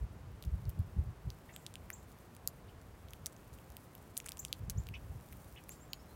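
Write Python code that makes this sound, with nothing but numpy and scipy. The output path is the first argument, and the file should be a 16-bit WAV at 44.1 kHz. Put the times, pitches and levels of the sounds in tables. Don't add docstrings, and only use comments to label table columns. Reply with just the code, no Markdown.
import sys
import numpy as np
from scipy import signal
from scipy.fft import rfft, irfft
from scipy.io import wavfile
from scipy.ndimage import uniform_filter1d

SR = 44100
rng = np.random.default_rng(int(sys.argv[2]) if len(sys.argv) > 2 else 0)


def put_to_file(sound):
    columns = np.atleast_2d(sound).T
    safe = np.clip(columns, -1, 1)
    whole_steps = np.round(safe * 32767)
    wavfile.write(sys.argv[1], SR, whole_steps.astype(np.int16))


def ratio(d):
    e = np.asarray(d, float) / 20
    return 10 ** e


N = 271297

# (frequency [Hz], density [dB per Hz])
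GARDEN_SPECTRUM = [(15, -7), (25, -5.5), (64, -6), (133, -1.5), (260, -7.5), (1060, -15), (3850, -31),
                   (14400, -42), (15600, -37)]
# (time [s], level [dB])
BREEZE_CURVE = [(0.0, -53), (0.67, -45), (1.16, -51), (1.37, -56), (1.49, -62.5), (1.87, -54.5), (2.3, -63),
                (2.69, -54), (3.99, -60), (4.15, -62), (4.5, -53), (4.88, -51.5), (5.89, -59),
                (6.15, -56.5)]
# (frequency [Hz], density [dB per Hz])
BREEZE_SPECTRUM = [(13, -54), (22, -18), (54, 4), (108, -2), (195, -12.5), (260, -32.5), (351, -28.5),
                   (445, -33.5), (500, -47.5), (650, -41), (1100, -120)]
# (time [s], peak level [dB], swing rate [Hz])
EDDIES = [(0.01, -30, 82), (0.147, -45, 76), (0.46, -26, 94), (0.529, -30.5, 105), (0.666, -28.5, 80),
          (0.788, -26, 67.7), (0.974, -21.5, 90.6), (1.072, -31, 90), (1.264, -30, 105), (1.534, -50, 82.4),
          (1.74, -59, 82), (1.979, -52, 78.1), (2.44, -45.5, 70), (2.636, -46, 62.3), (3.202, -44, 126),
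          (3.399, -52, 70.0), (3.527, -48, 123), (3.68, -46.5, 61.6), (4.11, -54, 71), (4.282, -61, 94.2),
          (4.461, -49, 62.6), (4.614, -41, 96), (4.677, -30, 48.4), (4.765, -25.5, 110.3),
          (4.904, -39, 143), (5.023, -36.5, 87), (5.091, -35.5, 70), (5.151, -38, 98), (5.32, -42.5, 106),
          (5.883, -56, 95)]
# (time [s], level [dB])
RUSTLE_CURVE = [(0.0, -74), (0.36, -77), (0.65, -73), (1.18, -76.5), (1.39, -72.5), (1.63, -71), (1.9, -72),
                (2.86, -74.5), (3.63, -71), (3.99, -70.5), (4.38, -67.5), (4.52, -71), (4.81, -74),
                (5.1, -68), (5.26, -68), (5.6, -68), (5.96, -73), (6.15, -68.5)]
# (time [s], length [s], start pitch [Hz], end pitch [Hz], level [dB])
FAR_BIRD_NOTES = [
    (1.524, 0.035, 6500, 8300, -63.5),
    (1.530, 0.038, 6300, 7350, -72),
    (5.893, 0.064, 6550, 6900, -69),
    (5.983, 0.041, 4900, 5600, -74),
    (6.07, 0.078, 4000, 4280, -76),
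]
# (time [s], length [s], start pitch [Hz], end pitch [Hz], level [dB])
CHIRP_NOTES = [
    (1.928, 0.024, 5900, 7700, -49),
    (4.391, 0.017, 5520, 7680, -40.5),
    (4.773, 0.029, 5400, 7390, -53.5),
    (5.699, 0.032, 6000, 7680, -53.5),
    (5.798, 0.054, 6500, 7530, -63),
]
# (time [s], length [s], start pitch [Hz], end pitch [Hz], level [dB])
CHUCK_NOTES = [(1.489, 0.013, 1300, 2800, -53.5), (1.487, 0.009, 2400, 3900, -64.5),
               (2.680, 0.012, 2860, 4940, -67.5), (2.688, 0.013, 2550, 2870, -61.5),
               (4.937, 0.018, 1950, 3150, -46.5), (4.944, 0.011, 3470, 2110, -58),
               (4.952, 0.014, 2500, 2730, -54), (4.953, 0.0094, 3200, 3340, -58),
               (5.558, 0.02, 1850, 3700, -58), (5.574, 0.0069, 1960, 2900, -51),
               (5.581, 0.0086, 2950, 2060, -57)]
# (time [s], level [dB], t60 [s], colour [Hz])
CRUMBLES = [(0.4503, -61, 0.019, 9700), (0.693, -55.5, 0.036, 12000), (1.538, -59, 0.033, 3000),
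            (3.2597, -32, 0.011, 8200), (3.2661, -47, 0.023, 7900), (3.475, -65, 0.046, 13500),
            (3.529, -63.5, 0.16, 9000), (4.1677, -45.5, 0.038, 5000), (4.176, -41, 0.03, 9700),
            (4.698, -36, 0.035, 9000), (4.8, -69, 0.088, 7400), (5.718, -56.5, 0.16, 6000)]
# (time [s], level [dB], colour [Hz])
SEED_TICKS = [(0.4283, -49, 14560), (0.4327, -50, 12360), (0.4537, -47, 12580), (0.7914, -47, 11630),
              (0.8043, -51, 14250), (1.387, -52, 12960), (2.0289, -53, 9300), (2.0841, -53, 11070),
              (2.118, -49, 14690), (2.125, -53, 8830), (2.1873, -51, 14770), (2.35, -45, 15370),
              (3.2965, -53, 7920), (3.325, -50, 7150), (3.33, -49.5, 8830), (3.4801, -52, 13090),
              (3.538, -49, 7580), (3.5424, -50, 14380), (3.721, -48, 11840), (3.98, -50, 12320),
              (4.0266, -50, 14900), (4.2579, -44, 9860), (4.5923, -50, 15250), (4.8369, -49, 14560),
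              (5.21, -51, 11800), (5.2874, -48.5, 14380), (5.3696, -50, 14510), (5.445, -47, 14860),
              (5.5255, -47, 14640), (6.108, -56, 13000)]
# (time [s], contact level [dB], body pitch [Hz], body boost [dB], husk boost [dB])
LARGE_HUSK_BLOWS = [(0.4387, -35.5, 2610, 12, 4), (1.7401, -44, 3110, 21, 21.5),
                    (3.2663, -34, 1870, 16.5, 28), (3.3651, -48.5, 2940, 15, 19),
                    (4.2017, -29.5, 2300, 18, 11), (4.2612, -35.5, 1460, 19.5, 23),
                    (4.2747, -41, 2530, 18, 16), (4.2867, -24.5, 2450, 11.5, 5), (4.3093, -39, 2280, 12, 3),
                    (4.3305, -46, 2740, 16, 9), (4.3717, -45.5, 2720, 22, 28), (4.431, -51, 2310, 25, 13),
                    (4.5281, -13.5, 3400, 10, 3.5), (4.6981, -23, 1630, 10.5, 15),
                    (4.8691, -32.5, 2680, 12, 3), (5.2014, -49.5, 1550, 29.5, 8)]
MEDIUM_HUSK_BLOWS = [(1.665, -32.5, 3800, 24.3, 12), (1.7555, -30, 2800, 16.8, 9.8),
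                     (2.3658, -41, 2460, 16, 14.6), (2.8152, -38.5, 1630, 10, 3.5),
                     (3.26, -37.5, 5600, 33.3, 22), (4.1693, -29, 3800, 17.4, 16),
                     (4.244, -51, 2870, 23, 22), (4.265, -36.5, 2000, 20, 21), (4.2913, -25, 1400, 4, 14.5),
                     (4.3004, -44, 2030, 9, 9), (4.45, -25.5, 3180, 16.5, 16.7),
                     (4.4831, -56, 4160, 31, 15), (4.7023, -36, 2740, 19, 12), (4.7065, -39, 2580, 3, 15)]
SMALL_HUSK_BLOWS = [
    (0.4503, -32, 1400, -2, 2),
    (0.654, -52.5, 4450, 24.5, 14),
    (1.563, -26, 2650, 14, 6.7),
    (1.9028, -27, 1810, 25.5, 13.7),
    (2.4752, -12, 4340, 2.5, 14.1),
    (3.1075, -44.5, 6000, 16.5, 16),
    (3.7025, -37.5, 4460, -4, 7.8),
    (4.1767, -21, 6440, 12.5, 17.2),
    (5.639, -42, 5460, 12, 12),
    (5.6929, -39.5, 2360, 25.5, 26),
]
TINY_HUSK_BLOWS = [(0.4252, -44, 3700, 25.5, 24), (0.694, -38, 2860, 10, 21), (0.701, -43.5, 2930, 14, 21),
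                   (1.3033, -35, 4050, 19.5, 8.8), (1.6687, -41, 3670, 16, 9), (3.0855, -44, 3210, 17, 8),
                   (3.1345, -28.5, 2870, 13, 9), (3.587, -52, 2690, 25.5, 22),
                   (3.768, -27.5, 2870, 5.5, 11.5), (3.9517, -41, 2830, 12.5, 22.3),
                   (4.3197, -23, 3500, 11.5, 7), (4.381, -48, 5540, 22, 22), (4.8883, -44, 2450, 32, 23),
                   (5.3257, -33, 1780, 10, 11), (5.3301, -41, 2410, 14.5, 15), (5.687, -44, 3470, -5, 17),
                   (5.933, -32.5, 3320, 30.5, 21.7)]
HUSK_RING_HZ = [7100, 9000, 12300, 14400]


def rms_one(x):
    return x / np.sqrt(np.mean(x ** 2) + 1e-20)


def level(rows):
    s, db = np.transpose(rows)
    return ratio(np.interp(np.arange(N) / SR, s, db))


def add(out, s, sound):
    i = max(round(s * SR), 0)
    out[i:i + len(sound)] += sound[:N - i]


def coloured(points):
    hz, db = np.transpose(points)
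    bins_hz = np.maximum(np.arange(N // 2 + 1) * SR / N, 1)
    gain = ratio(np.interp(np.log(bins_hz), np.log(hz), db))
    return rms_one(irfft(rfft(rng.standard_normal(N)) * gain, N))


def drift(rate_hz):
    r = np.exp(-2 * np.pi * rate_hz / SR)
    wander = signal.lfilter([1], [1, -2 * r, r * r], rng.standard_normal(N + SR))
    return rms_one(wander[SR:])


def resonance(x, hz, width_hz):
    r = np.exp(-np.pi * width_hz / SR)
    poles = [1, -2 * r * np.cos(2 * np.pi * hz / SR), r * r]
    return signal.lfilter([(1 - r * r) / 2, 0, (r * r - 1) / 2], poles, x)


def boost(x, hz, width_hz, db):
    return x + (ratio(db) - 1) * resonance(x, hz, width_hz)


def high_pass(x, hz):
    return signal.sosfilt(signal.butter(3, hz, "high", fs=SR, output="sos"), x)


def scatter(x, gap_s, t60_s, echo_db, thin):
    t = np.arange(round(t60_s * SR)) / SR
    tail = rng.standard_normal(len(t)) * ratio(-60 * t / t60_s) * np.clip(t / 0.00063, 0, 1)
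    tail = ratio(echo_db) * tail / np.sqrt(np.sum(tail ** 2))
    tail = np.r_[np.zeros(round(gap_s * SR)), tail]
    tail = signal.sosfilt(signal.butter(4, 13500, fs=SR, output="sos"), tail)
    tail = signal.lfilter([1, -thin], [1], tail)
    return x + signal.fftconvolve(x, tail)[:N]


def snap(noise, decay_s, rise_s):
    t = np.arange(len(noise)) / SR
    burst = noise * (1 - np.exp(-t / rise_s)) * np.exp(-t / decay_s)
    return burst / np.sqrt(np.sum(burst ** 2))


def garden():
    return ratio(-57) * coloured(GARDEN_SPECTRUM[:-1])


def wind():
    wake_db, wake_rise_s, wake_fall_s, wake_lead_s = -9, 0.039, 0.0154, 0.018
    strength, eddies = level(BREEZE_CURVE) * ratio(-0.5), np.zeros(N)
    after_s = np.arange(SR // 2) / SR
    wake = (1 - np.exp(-(after_s / wake_rise_s) ** 2)) * np.exp(-after_s / wake_fall_s)
    wake = wake / wake.max()
    for (s, db, hz), turn in zip(EDDIES, rng.random(len(EDDIES))):
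        t = np.arange(round(3.0 * SR / hz)) / SR
        swing = np.sin(2 * np.pi * (hz * t + turn))
        add(eddies, s, ratio(db - 5.5) * np.hanning(len(t)) ** 1.26 * swing)
        add(strength, s - wake_lead_s, ratio(db + wake_db) * wake)
    lumps = ratio(-1.0 + 1.9 * drift(19.0))
    return eddies + strength * lumps * coloured(BREEZE_SPECTRUM)


def rustle():
    sizes = ratio(np.minimum(rng.exponential(1, N), 5)) * rng.choice([-1, 1], N)
    grains_per_s = 4000 * ratio(4.5 * drift(35))
    born = rng.random(N) < grains_per_s / SR
    grains = resonance(sizes * born, 15000, width_hz=22000)
    return level(RUSTLE_CURVE) * rms_one(high_pass(grains, 3500))


def calls(rows, bend, octave_db, waver, flutter_db):
    strain, loud_call_db = 0.5, -40
    out, wobble, flutter, breath = np.zeros(N), drift(300), drift(210), drift(600)
    for s, length_s, start_hz, end_hz, db in rows:
        t = np.arange(round(length_s * SR)) / SR
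        start = round(s * SR)
        now = slice(start, start + len(t))
        glide = (1 - np.exp(-t / length_s / bend)) / (1 - np.exp(-1 / bend))
        hz = start_hz + (end_hz - start_hz) * glide
        phase = 2 * np.pi * np.cumsum(hz * (1 + waver * wobble[now])) / SR
        swell = np.sin(np.pi * (t / length_s) ** 0.72) ** 0.73 * ratio(db + flutter_db * flutter[now])
        octave = ratio(octave_db + strain * (db - loud_call_db)) * (1.5 + 1.8 * breath[now])
        add(out, s, swell * (np.sin(phase) + octave * np.sin(2 * phase)))
    return out


def far_bird():
    notes = calls(FAR_BIRD_NOTES, bend=0.7, octave_db=-26, waver=0.018, flutter_db=4.5)
    return scatter(notes, gap_s=0.0017, t60_s=0.37, echo_db=0.5, thin=0.11)


def chucks():
    notes = calls(CHUCK_NOTES, bend=0.68, octave_db=-23, waver=0.086, flutter_db=3.0)
    return scatter(notes, gap_s=0.0045, t60_s=0.086, echo_db=-2, thin=0.1)


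def chirps():
    notes = calls(CHIRP_NOTES, bend=0.314, octave_db=-15, waver=0.01, flutter_db=2.5)
    return scatter(notes, gap_s=0.005, t60_s=0.32, echo_db=-9.5, thin=0.11)


def crunches():
    out, t = np.zeros(N), np.arange(3000) / SR
    for s, db, t60_s, hz in CRUMBLES:
        noise, lumps = rng.standard_normal((2, 3000))
        grains = noise * ratio(2.2 * rms_one(uniform_filter1d(lumps, size=30)))
        add(out, s, ratio(db - 60 * t / t60_s) * rms_one(resonance(grains, hz, width_hz=1.4 * hz)))
    return high_pass(out, 1170)


def stray_ticks(count):
    low_hz, high_hz = 7000, 14700
    when, size, colour = rng.random((count, 3)).T
    db = -61 + 3.0 * (2 * size - 1)
    return list(zip(when * N / SR, db, low_hz + (high_hz - low_hz) * colour))


def ticks():
    out = np.zeros(N)
    for s, db, hz in SEED_TICKS + stray_ticks(count=40):
        crack = snap(rng.standard_normal(400), decay_s=0.001, rise_s=0.0002)
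        tick = 0.75 * crack + 1.15 * resonance(crack, hz, width_hz=2000)
        add(out, s - 0.0004, ratio(db + 10.5) * tick)
    return high_pass(out, 2500)


def pecks():
    out = np.zeros(N)
    tables = (LARGE_HUSK_BLOWS, MEDIUM_HUSK_BLOWS, SMALL_HUSK_BLOWS, TINY_HUSK_BLOWS)
    for rows, husk_hz in zip(tables, HUSK_RING_HZ):
        for s, db, body_hz, body_db, husk_db in rows:
            crack = 0.45 * snap(rng.standard_normal(400), decay_s=0.00035, rise_s=0.0001)
            crack[0] += 0.85
            shell = high_pass(boost(crack, husk_hz, 2830, husk_db), 3500)
            body = resonance(crack, body_hz, 0.62 * body_hz)
            body = resonance(body, body_hz, 0.62 * body_hz)
            add(out, s, ratio(db - 1.5) * (shell - ratio(body_db) * body))
            echo_s = rng.uniform(0.0002, 0.0005)
            add(out, s + echo_s, ratio(db) * 0.4 * high_pass(shell, 6900))
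    return signal.sosfilt(signal.butter(2, 15000, fs=SR, output="sos"), out)


def scene():
    hiss_top = signal.ellip(10, 0.5, 50, 15900, fs=SR, output="sos")
    steady = signal.sosfilt(hiss_top, garden() + rustle())
    birds = far_bird() + chucks() + chirps()
    bowl = scatter(pecks() + ticks() + crunches(), gap_s=0.006, t60_s=0.06, echo_db=-18.5, thin=0.2)
    return (steady + wind() + birds + bowl)[None]


def roll_off(x):
    return signal.sosfilt(signal.butter(12, 16820, fs=SR, output="sos"), x)


def record(dry):
    thin = signal.sosfilt(signal.butter(2, 42, "high", fs=SR, output="sos"), dry)
    mix = signal.sosfilt(signal.ellip(10, 0.5, 80, 16550, fs=SR, output="sos"), thin)
    return roll_off(mix)


dry = scene()
out = record(dry)
put_to_file(out)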